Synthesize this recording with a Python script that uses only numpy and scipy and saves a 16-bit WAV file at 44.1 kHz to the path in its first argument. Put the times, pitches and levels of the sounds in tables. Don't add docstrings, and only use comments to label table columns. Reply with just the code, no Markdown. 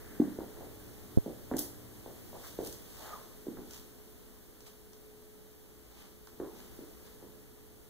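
import sys
import numpy as np
from scipy import signal
from scipy.fft import rfft, irfft
from scipy.io import wavfile

SR = 44100
rng = np.random.default_rng(int(sys.argv[2]) if len(sys.argv) > 2 else 0)


def unload_wav(signal):
    wavfile.write(
        sys.argv[1],
        SR,
        np.round(np.clip(np.atleast_2d(signal).T, -1, 1) * 32767).astype(np.int16),
    )


N = 348108


# frequency in Hz, density in dB per Hz.
AIR_COMMON = [(20, -93), (55, -86.5), (100, -92.5), (150, -94), (260, -91), (450, -91), (620, -96.5),
              (1000, -105), (2000, -113), (5000, -130)]
AIR_OPPOSED = [(20, -78), (60, -89.5), (120, -85), (250, -96), (450, -89.5), (700, -101), (1300, -109),
               (4000, -128)]
# frequency in Hz, density in dB per Hz.
HISS_SPECTRUM = [(200, -114), (2000, -110), (4000, -109.5), (8000, -108.5), (11000, -107), (15000, -104)]
# pitch in Hz, width in Hz, rms in dB at the air reference.
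ROOM_DRONES = [(57.7, 6.2, -71.5), (193.5, 5.9, -72), (217, 7.3, -75), (248.5, 8.7, -70.5), (290, 33, -78),
               (347.6, 16, -71.5)]
# pitch in Hz, pitch wander in Hz, level in dB against the hum.
MOTOR_TONES = [(85, 0.46, -7), (103.5, 0.5, -11), (302, 1.67, -1.5)]
# time in seconds, air in dB, hiss in dB.
BACKGROUND_LEVELS = [(0.0, -60, -60.5), (1.93, -62, -61), (2.17, -61.5, -60), (2.48, -61.5, -59.5),
                     (4.77, -66.5, -65), (6.22, -66.5, -65), (6.77, -62.5, -61.5), (7.47, -66, -65),
                     (7.89, -66.5, -65.5)]
# time in seconds, level in dB before the whine gain.
WHINE_LEVELS = [(0.0, -63.5), (0.37, -62.5), (0.94, -68), (1.47, -66.5), (2.06, -71.5), (2.68, -75),
                (2.86, -72.5), (3.47, -64), (4.44, -70), (5.14, -62.5), (6.02, -70.5), (6.5, -66),
                (7.89, -68)]
# time in seconds, rms in dB.
HUM_LEVELS = [(0, -64), (1.9, -61), (2.3, -69.5), (3.3, -70.5), (4.4, -80), (7.9, -71.5)]
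# time of the top in seconds, rms in dB before the swell's room part and the grain,
# seconds to swell or fade by a factor e.
CLOTH_SWISHES = [(1.568, -34, 0.003), (1.590, -38, 0.0089), (2.46, -49, 0.062), (2.666, -45, 0.045),
                 (3.03, -51, 0.14), (3.745, -51.5, 0.05), (4.675, -54.5, 0.015), (6.0, -59, 0.084),
                 (6.6, -58, 0.071), (7.07, -59, 0.025)]
# frequency in Hz, relative level in dB.
CLOTH_COLOUR = [(150, 11.5), (1000, 8.5), (2000, 1.5), (3500, 5), (7000, 1.5), (11000, -3.5), (15000, 0)]
# time of the top in seconds, rms in dB before the swell's room part and the grain,
# seconds to swell or fade by a factor e, resonance in Hz, its width in Hz.
SOLE_SLIDES = [(0.12, -65.5, 0.36, 1660, 1100), (2.445, -56.5, 0.013, 1380, 950),
               (3.03, -53, 0.047, 650, 350), (3.09, -58, 0.02, 885, 160), (3.08, -56, 0.061, 1380, 1200),
               (3.12, -51.5, 0.044, 580, 400), (3.137, -53, 0.02, 1215, 120),
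               (3.162, -54, 0.012, 1050, 110), (6.45, -56, 0.03, 880, 650)]
# pitch in Hz, level in dB over the plain rasp.
SLIDE_BOARD_MODES = [(670, -1), (880, 3), (1080, 0), (1235, -7)]
# start in seconds, direct peak in dB, ringing pitch in Hz.
CASE_TICKS = [(1.568, -30, 6700), (1.5835, -28, 3420), (1.5883, -27, 5950), (1.5913, -20.5, 9800),
              (1.5923, -20.5, 14000), (2.648, -36, 11600), (2.6627, -41, 3700), (2.672, -33, 9500),
              (2.7262, -36, 6500), (3.7085, -38.5, 6400), (3.7345, -38, 6170), (4.6053, -43, 6500),
              (4.665, -46.5, 3500), (4.668, -43, 8300), (4.9327, -44, 6300), (6.2718, -42, 1510)]
# frequency in Hz, relative level in dB.
TICK_COLOUR = [(150, -13), (700, 2), (2000, -2), (5000, 8.0), (15000, 4.0), (19000, -19.0)]
# start in seconds, nominal level in dB before the balance and the leak.
FINGER_BUMPS = [(1.1728, -5.7), (1.1827, -12.2)]
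# start in seconds, direct peak in dB, pitch in Hz.
BOARD_SNAPS = [(0.2175, -34.5, 620), (0.406, -40.5, 750), (0.4335, -40, 570), (1.513, -44.5, 1350),
               (1.538, -38.5, 1700), (2.354, -44.5, 780), (3.5707, -49, 1250), (6.273, -50.5, 1090),
               (6.4002, -49, 1380)]
# start in seconds, peak of the board swing in dB before the balance,
# board pitch in Hz, its width in Hz, scuff in dB against the board before the scuff trade in knocks(),
# room in dB against the board.
FLOOR_KNOCKS = [(0.199, -12, 271, 141, -20, -5), (0.3872, -26, 350, 330, -8, -4),
                (0.411, -35, 303, 90, -17, -9), (0.562, -44.5, 340, 300, -4.5, 7),
                (0.608, -40.5, 454, 450, -4, 7.5), (1.2611, -29, 386, 383, -22, 3),
                (1.2645, -27.5, 251, 239, -12, -4), (1.514, -25.5, 434, 563, -6, 4),
                (1.517, -27, 267, 139, -20, -5), (1.5411, -26, 280, 115, -15, -1),
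                (2.061, -35, 466, 440, -2, 0.5), (2.33, -41, 503, 400, -5, 8),
                (2.5884, -24, 390, 260, -10, 1), (3.4679, -30.5, 358, 190, -12.5, -0.5),
                (3.483, -31.5, 260, 132, -13, -5.5), (3.571, -37.5, 283, 212, -7.5, 5.5),
                (6.3999, -28.5, 360, 179, -11, 3), (6.789, -36.5, 324, 232, -16, 2.5),
                (7.226, -41, 344, 330, -8, 3.5)]
# frequency in Hz, relative level in dB.
SCUFF_COLOUR = [(100, 15), (400, 10), (620, 10.5), (830, 10), (1100, -0.5), (1300, -9), (1650, -7.5),
                (2600, -17), (6000, -34), (15000, -59)]
# pitch in Hz before a small detune, relative level in dB, t60 in seconds.
FLOOR_RING_MODES = [(200, -3.5, .36), (256.4, -1, .3), (299.5, -1.5, 0.29), (390, -5.5, 0.42),
                    (574, 4, 0.34), (790, 5, 0.43)]
# frequency in Hz, share taken from the other channel.
PORT_CROSSFEED = [(350, 0.04), (1200, 0.75), (2100, 0.9), (2450, 1), (2900, 1), (4000, 0.53), (5200, 0.52),
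                  (8000, 0.14), (15000, .35)]

AIR_REF_DB, HISS_REF_DB = -67, -69
TICK_FLAT_DB, TICK_BRIGHTENING = -35, 0.36
CLOTH_FLAT_DB, CLOTH_BRIGHTENING = -58, 0.4
TICK_RING_DB, TICK_RING_WIDTH = 0, 0.44
SLIDE_MODE_WIDTH_HZ = 58
RUB_ROOM_DB, RUB_T60_S = -1.5, 0.46
STEP_PAN_DB = -1.3
FLOOR_RING_DB = -11
CROSS_LAG_S = 1 / 2560
TOP_HZ = 15600

T = np.arange(N) / SR
FREQS = np.maximum(np.arange(N // 2 + 1) * SR / N, 1)
CLICK_HZ = np.maximum(np.arange(1025) * SR / 2048, 1)
MIRROR = np.array([[1], [-1]])


def undb(db):
    return 10 ** (np.asarray(db) / 20)


def unit(x):
    return x / np.sqrt(np.mean(x ** 2))


def along(points, hz=FREQS):
    f, value = np.transpose(points)
    return np.interp(np.log(hz), np.log(f), value)


def over_time(rows):
    s, *columns = np.transpose(rows)
    return [np.interp(T, s, column) for column in columns]


def noise(db, channels=1):
    white = rng.standard_normal((channels, N))
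    return irfft(rfft(white) * undb(db) * np.sqrt(SR / 2), N)


def resonance(hz, width, freqs=FREQS):
    return -20 * np.log10(1 + ((freqs - hz ** 2 / freqs) / width) ** 2)


def walk(rate):
    return unit(noise(-20 * np.log10(1 + (FREQS / rate) ** 4))[0])


def ports(pair, side_db):
    return pair[0] + undb(side_db) * MIRROR * pair[1]


def add(out, s, sound):
    i = int(s * SR)
    out[:, i:i + sound.shape[-1]] += sound[..., :N - i]


def click(gain):
    cepstrum = irfft(np.log(gain))
    cepstrum[1:len(gain) - 1] *= 2
    cepstrum[len(gain):] = 0
    y = irfft(np.exp(rfft(cepstrum)))
    return y / np.abs(y).max()


def in_room(sound, room_db, t60, gap_s=0.0046, side_db=-7, early_db=3, early_s=0.017):
    t = T[:SR // 2]
    early = 1 + undb(early_db) * np.exp(-t / early_s)
    onset = np.clip(t / gap_s - 1, 0, 1)
    decay = undb(-60 * t / t60) * early * onset
    blocks = irfft(np.exp(2j * np.pi * rng.random((2, 22, 513))))
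    scatter = blocks.reshape(2, -1)[:, :len(t)]
    wet = signal.fftconvolve(ports(scatter, side_db) * decay, sound[None], axes=1)
    wet *= undb(room_db) * np.sqrt(2 * np.sum(sound ** 2) / np.sum(wet ** 2))
    wet[:, :len(sound)] += sound
    return wet


def tone(hz, wander_hz, waver_db):
    phase = 2 * np.pi * np.cumsum(hz + wander_hz * walk(6.93)) / SR
    return unit(np.sin(phase) * undb(waver_db * walk(14.0)))


def room_air():
    air = ports([noise(along(AIR_COMMON))[0], noise(along(AIR_OPPOSED))[0]], side_db=-1)
    for hz, width, db in ROOM_DRONES:
        drone = ports(noise(resonance(hz, width), channels=2), side_db=0.0)
        air += undb(db) * unit(drone)
    return air


def fan_whine(whine_hz=427.3, whirr_db=-12):
    whirr = unit(ports(noise(resonance(whine_hz, width=30), channels=2), side_db=7.0))
    blade = tone(whine_hz, wander_hz=0.86, waver_db=0.8)
    return unit(blade + undb(whirr_db) * whirr)


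def motor_hum(hum_hz=119.0):
    hum = tone(hum_hz, wander_hz=0.49, waver_db=3.5)
    for hz, wander_hz, db in MOTOR_TONES:
        hum += undb(db) * tone(hz, wander_hz, waver_db=0.5)
    return hum


def background(whine_gain_db=4):
    air_db, hiss_db = over_time(BACKGROUND_LEVELS)
    whine_db, = over_time(WHINE_LEVELS)
    hum_db, = over_time(HUM_LEVELS)
    out = room_air() * undb(air_db - AIR_REF_DB)
    out += fan_whine() * undb(whine_db + whine_gain_db)
    out += motor_hum() * undb(hum_db)
    out += noise(along(HISS_SPECTRUM), channels=2) * undb(hiss_db - HISS_REF_DB)
    return out


def swell(s, length):
    power = np.exp(-2 * np.minimum(np.abs(T - s) / length, 20))
    keep = undb(-120 / (RUB_T60_S * SR))
    held = signal.lfilter([1 - keep], [1, -keep], power)
    return np.sqrt(power + undb(RUB_ROOM_DB) ** 2 * held)


def swishes(grain_db=1.76):
    out = np.zeros((2, N))
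    grain = undb(grain_db * walk(250))
    octaves = np.log2(np.maximum(FREQS, 1000) / 1000)
    for s, db, length in CLOTH_SWISHES:
        tilt_db = CLOTH_BRIGHTENING * (db - CLOTH_FLAT_DB)
        cloth = unit(noise(along(CLOTH_COLOUR) + tilt_db * octaves, channels=2))
        out += undb(db) * swell(s, length) * grain * cloth
    return out


def slides(grain_db=0.5, slips_per_s=130):
    out = np.zeros((2, N))
    slips = unit(undb(grain_db * walk(slips_per_s)))
    modes = sum(undb(db + resonance(hz, SLIDE_MODE_WIDTH_HZ)) for hz, db in SLIDE_BOARD_MODES)
    boards_db = 20 * np.log10(1 + modes)
    for s, db, length, hz, width in SOLE_SLIDES:
        rasp = noise(resonance(hz, width) + boards_db, channels=2)
        sole = unit(ports(rasp, side_db=-4.5))
        out += undb(db) * swell(s, length) * slips * sole
    return out


def ticks():
    out = np.zeros((2, N))
    colour = along(TICK_COLOUR, CLICK_HZ)
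    octaves = np.log2(np.maximum(CLICK_HZ, 500) / 1000)
    for s, db, hz in CASE_TICKS:
        tilt_db = TICK_BRIGHTENING * (db - TICK_FLAT_DB)
        ring = 1 + undb(TICK_RING_DB + resonance(hz, TICK_RING_WIDTH * hz, CLICK_HZ))
        tick = click(ring * undb(colour + tilt_db * octaves))
        crackle = in_room(tick, room_db=10, t60=0.36, gap_s=0.00018, side_db=1.0,
                          early_db=12.5, early_s=0.0016)
        add(out, s, undb(db) * crackle)
    return out


def bumps(push_s=0.0022, hardness=12.5, creep=0.2, creep_s=0.0042, leak_hz=19,
          pan_db=-2.8, lag_s=0.00038, snap_db=-40, snap_hz=2100, snap_width_hz=2000):
    out = np.zeros((2, N))
    t = np.maximum(T[:SR // 15] - np.array([[lag_s], [0]]), 0)
    strike = (t / push_s * np.exp(1 - t / push_s)) ** hardness
    give = (t / creep_s * np.exp(1 - t / creep_s)) ** hardness
    snap = click(undb(resonance(snap_hz, snap_width_hz, CLICK_HZ)))
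    for s, db in FINGER_BUMPS:
        balanced_db = db + MIRROR * pan_db / 2
        add(out, s, (strike + creep * give) * MIRROR * undb(balanced_db))
        add(out, s + push_s, snap * undb(db + snap_db))
    leak = signal.butter(1, leak_hz, "high", fs=SR, output="sos")
    return signal.sosfilt(leak, out)


def wood(hz, width):
    softness = (1 + (CLICK_HZ / (1.64 * hz)) ** 8) ** .5
    return -click(undb(resonance(hz, width, CLICK_HZ)) / softness)


def snaps(width_share=0.63):
    out = np.zeros((2, N))
    for s, db, hz in BOARD_SNAPS:
        clack = in_room(wood(hz, width_share * hz), room_db=-1.0, t60=0.75, gap_s=0.0028)
        add(out, s, undb(db) * clack)
    return out


def floor_ring(board):
    t = T[:SR // 2]
    ring = np.zeros(len(t))
    for hz, db, t60 in FLOOR_RING_MODES:
        detune, phase = rng.standard_normal(2)
        pitch = hz * (1 + 0.0086 * detune)
        ring += undb(db - 60 * t / t60) * np.sin(2 * np.pi * (pitch * t + phase))
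    ring = signal.fftconvolve(ring * (1 - np.exp(-t / 0.014)), board)
    return ring * undb(FLOOR_RING_DB) * np.sqrt(np.sum(board ** 2) / np.sum(ring ** 2))


def knocks(t60=0.48, room_gap_s=0.0066, early_db=1, scuff_room_db=10):
    out = np.zeros((2, N))
    contact = unit(click(undb(along(SCUFF_COLOUR, CLICK_HZ))))
    for s, db, hz, width, contact_db, room_db in FLOOR_KNOCKS:
        board = wood(hz, width)
        scuff = contact * board.std() * undb(contact_db - scuff_room_db)
        step = in_room(board, room_db, t60, gap_s=room_gap_s, early_db=early_db)
        step += floor_ring(board)
        step += in_room(scuff, room_db + scuff_room_db, t60, gap_s=0.00018, early_db=-14)
        add(out, s, step * undb(db + MIRROR * STEP_PAN_DB / 2))
    return out


def scene():
    return background() + swishes() + slides() + ticks() + bumps() + snaps() + knocks()


def record(dry):
    spectrum = rfft(dry)
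    share = np.clip(along(PORT_CROSSFEED), 0, 1)
    cross = share * np.exp(-2j * np.pi * FREQS * CROSS_LAG_S)
    wide = irfft(spectrum - cross * spectrum[::-1], N)
    top_cut = signal.ellip(10, .2, 70, TOP_HZ, fs=SR, output="sos")
    return signal.sosfilt(top_cut, wide)


dry = scene()
out = record(dry)
unload_wav(out)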